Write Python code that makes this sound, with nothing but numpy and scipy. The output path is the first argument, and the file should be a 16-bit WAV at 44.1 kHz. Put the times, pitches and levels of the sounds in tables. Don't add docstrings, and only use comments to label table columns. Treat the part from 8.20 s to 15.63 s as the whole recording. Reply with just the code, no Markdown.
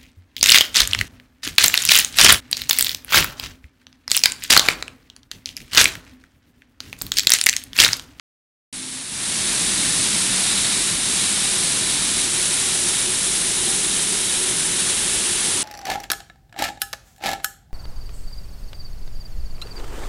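import sys
import numpy as np
from scipy import signal
from scipy.fft import rfft, irfft
from scipy.io import wavfile

SR = 44100
rng = np.random.default_rng(int(sys.argv[2]) if len(sys.argv) > 2 else 0)


def file_out(sig):
    cols = np.atleast_2d(sig).T
    lim = np.clip(cols, -1, 1)
    pcm = np.round(lim * 32767).astype(np.int16)
    wavfile.write(sys.argv[1], SR, pcm)


N = 327663
TIME = np.arange(N) / SR
HZ = np.fft.rfftfreq(N, 1 / SR)

# time in seconds, nearness from 0 (far) to 1 (close).
NEARNESS = [(2.3, 0.13), (3.8, 0.34), (4.2, 0.52), (4.9, 0.88), (6, 1), (7.2, .9)]
# time in seconds, share of the turn from 0 to 1.
TURN = [(6.3, 0.03), (6.75, 0.9)]
# frequency in Hz, relative level in dB.
RUMBLE_SPECTRUM = [(40, -22), (70, -10.5), (105, -7), (145, -4), (190, 0), (260, -1), (325, -3.5),
                   (420, -12.5), (520, -16.5), (900, -24)]
# pitch in Hz, width in Hz, level in dB against the rumble.
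MOTOR_TONES = [(124.7, 5.6, -12.5), (165.6, 5, -11.5), (189.8, 4, -13.5), (202, 5, -14)]
# time in seconds, level of the rumble in dB.
DRYER_LEVEL = [(.6, -33), (1.2, -34.5), (1.7, -33), (2.8, -36), (3.7, -35), (4.2, -37.5), (7.3, -37.5)]
# pitch in Hz, width in Hz, relative level in dB.
BLOWER_TONES = [(343, 10, -16), (361, 17, -5.5), (376, 5, -15.5), (401, 36, -8), (778, 6.9, -14.5),
                (962, 17, -15.5)]
# pitch in Hz, width in Hz, level in dB.
HALL_TONES = [(28, 13, -58), (44, 15, -49), (86, 16, -50)]
# frequency in Hz, relative level in dB from afar, the same close up.
TICK_SPECTRA = [(2960, -34, -39), (4430, -6.5, -8), (5400, -2, -3.5), (6950, -1.5, -2), (8250, 1.7, 1.1),
                (9300, 3, 2.5), (10000, 2.5, 5), (10260, 1.5, 1.5), (12500, -7.5, -7.5)]
# frequency in Hz, relative level in dB from afar, the same close up.
CLATTER_SPECTRA = [(200, -22, -8.5), (463, -7.5, -3), (684, -6.5, -7), (860, -6, -4), (1080, -4.5, -5),
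                   (1360, -5.5, -4), (1750, -0.7, -0.6), (2100, -1.4, -1.8), (2300, 0, -1.3),
                   (3150, -0.4, 2.5), (4410, 1.5, -1), (5270, -6, -7), (7500, -23, -19)]
# pitch in Hz, width in Hz, relative level in dB.
HOPPER_MODES = [(1400, 59, -13), (2213, 40, -11), (3590, 580, 0), (3920, 350, -.5)]
# time in seconds, rise of the pour in dB.
CLUMPS = [(1.5, 0.5), (2.68, 1.2), (4.69, 2.5), (5.65, 1.5), (6.6, 2.5), (6.7, 2.5), (7.25, 1)]
# time in seconds, pitch in Hz, peak level in dB.
BOOMS = [(1.94, 215, -34), (2.36, 200, -34), (4.66, 350, -35), (4.89, 365, -31), (5.09, 380, -33.5),
         (5.11, 180, -35), (5.65, 300, -36), (6.7, 365, -33)]
# time in seconds, half length in seconds, rise of the ring in dB.
HARDER_HITS = [(2.36, .17, 4), (3.7, .3, 1.5), (6.1, .4, 1.5)]
# frequency in Hz, gain in dB.
MIC_RESPONSE = [(10200, 0.5), (10600, -2.5), (11050, -15), (11500, -8), (11850, -10.5), (12400, -30)]
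# time in seconds, gain in dB.
FADE_IN = [(.53, -11.5), (.86, -12), (1.0, -5.8), (1.15, -3), (1.35, -0.5)]


def gain_of(db):
    return 10 ** (np.asarray(db) / 20)


def evened(x):
    return x / np.sqrt(np.mean(x ** 2) + 1e-20)


def response(points):
    hz, db = np.transpose(points)
    return gain_of(np.interp(np.log(HZ + 1), np.log(hz + 1), db))


def curve(rows):
    return np.interp(TIME, *np.transpose(rows))


def coloured(x, gain):
    return evened(irfft(rfft(x) * gain, N))


def resonance(hz, width):
    return 1 / (1 + ((HZ - hz) / (0.78 * width)) ** 2)


def tones(rows):
    return sum(gain_of(db) * coloured(rng.standard_normal(N), resonance(hz, width))
               for hz, width, db in rows)


def wavering(hz):
    return coloured(rng.standard_normal(N), 1 / (1 + (HZ / hz) ** 2))


def swell(s, half_length_s):
    return np.exp(-((TIME - s) / half_length_s) ** 2)


def mic_gain(far_db, closer_db, turned_db):
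    return gain_of(far_db + closer_db * curve(NEARNESS) + turned_db * curve(TURN))


def approached(x, spectra):
    near = curve(NEARNESS)
    hz, far_db, near_db = np.transpose(spectra)
    far_sound = coloured(x, response(np.c_[hz, far_db]))
    near_sound = coloured(x, response(np.c_[hz, near_db]))
    return (1 - near) * far_sound + near * near_sound


def hum(pitch_hz=257, hold_until_s=0.77, fall_db_per_s=200):
    level_db = -33 - fall_db_per_s * np.maximum(TIME - hold_until_s, 0)
    return gain_of(level_db) * evened(np.sin(2 * np.pi * pitch_hz * TIME))


def dryer():
    rumble = coloured(rng.standard_normal(N), response(RUMBLE_SPECTRUM))
    return gain_of(curve(DRYER_LEVEL)) * (rumble + tones(MOTOR_TONES))


def blower(throb_db=2, throb_hz=5):
    drone = tones(BLOWER_TONES) * mic_gain(-44, closer_db=5.3, turned_db=1.2)
    return drone * gain_of(throb_db * wavering(throb_hz))


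def impacts(per_s, spread_db):
    force = gain_of(spread_db * np.minimum(rng.standard_normal(N), 2))
    return force ** 2 * (rng.random(N) < per_s / SR)


def ringing(energy, t60):
    energy_decay = 10 ** (-6 * TIME[:SR] / t60)
    envelope = np.sqrt(abs(signal.fftconvolve(energy, energy_decay)[:N]))
    return evened(rng.standard_normal(N) * envelope)


def hall_wash(energy, wet_db=-4):
    return gain_of(wet_db) * ringing(energy, t60=0.98)


def pellet_ticks(energy):
    contacts = ringing(energy, t60=0.0085) + hall_wash(energy)
    return mic_gain(1.11, closer_db=-0.1, turned_db=-0.4) * approached(contacts, TICK_SPECTRA)


def chute_clatter(energy):
    flexing = ringing(energy, t60=0.013) + hall_wash(energy)
    return mic_gain(-5.5, closer_db=-2, turned_db=0.95) * approached(flexing, CLATTER_SPECTRA)


def hopper_ring(energy):
    blows = ringing(energy, t60=0.0028)
    modes = sum(gain_of(db) * coloured(blows, resonance(hz, width)) for hz, width, db in HOPPER_MODES)
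    return mic_gain(-10.5, closer_db=-2, turned_db=-2.4) * evened(modes)


def pour(level_db=-21, waver_db=0.42, clumping_db=0.07, clatter_share=0.19):
    energy = impacts(per_s=13000, spread_db=2)
    harder_db = sum(db * swell(s, half_length_s) for s, half_length_s, db in HARDER_HITS)
    ticks = pellet_ticks(energy)
    clatter = gain_of(clatter_share * harder_db) * chute_clatter(energy)
    ring = gain_of(harder_db) * hopper_ring(energy)
    flow_db = level_db + waver_db * wavering(hz=5.5) - clumping_db * wavering(hz=25)
    large_clumps_db = sum(db * swell(s, half_length_s=0.0094) for s, db in CLUMPS)
    return gain_of(flow_db + large_clumps_db) * (ticks + clatter + ring)


def panel_booms(half_length_s=0.022):
    return sum(gain_of(db) * swell(s, half_length_s) * np.sin(2 * np.pi * (hz * TIME + rng.random()))
               for s, hz, db in BOOMS)


def scene():
    return (pour() + dryer() + blower() + tones(HALL_TONES) + hum() + panel_booms())[None]


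def record(dry, switch_on_s=0.5275, band_limit_hz=12480):
    at_mic = irfft(rfft(dry) * response(MIC_RESPONSE), N)
    fader = gain_of(curve(FADE_IN)) * (TIME > switch_on_s)
    low_pass = signal.firwin(511, band_limit_hz, window=("kaiser", 9), fs=SR)
    return signal.oaconvolve(at_mic * fader, low_pass[None], "same")


dry = scene()
out = record(dry)
file_out(out)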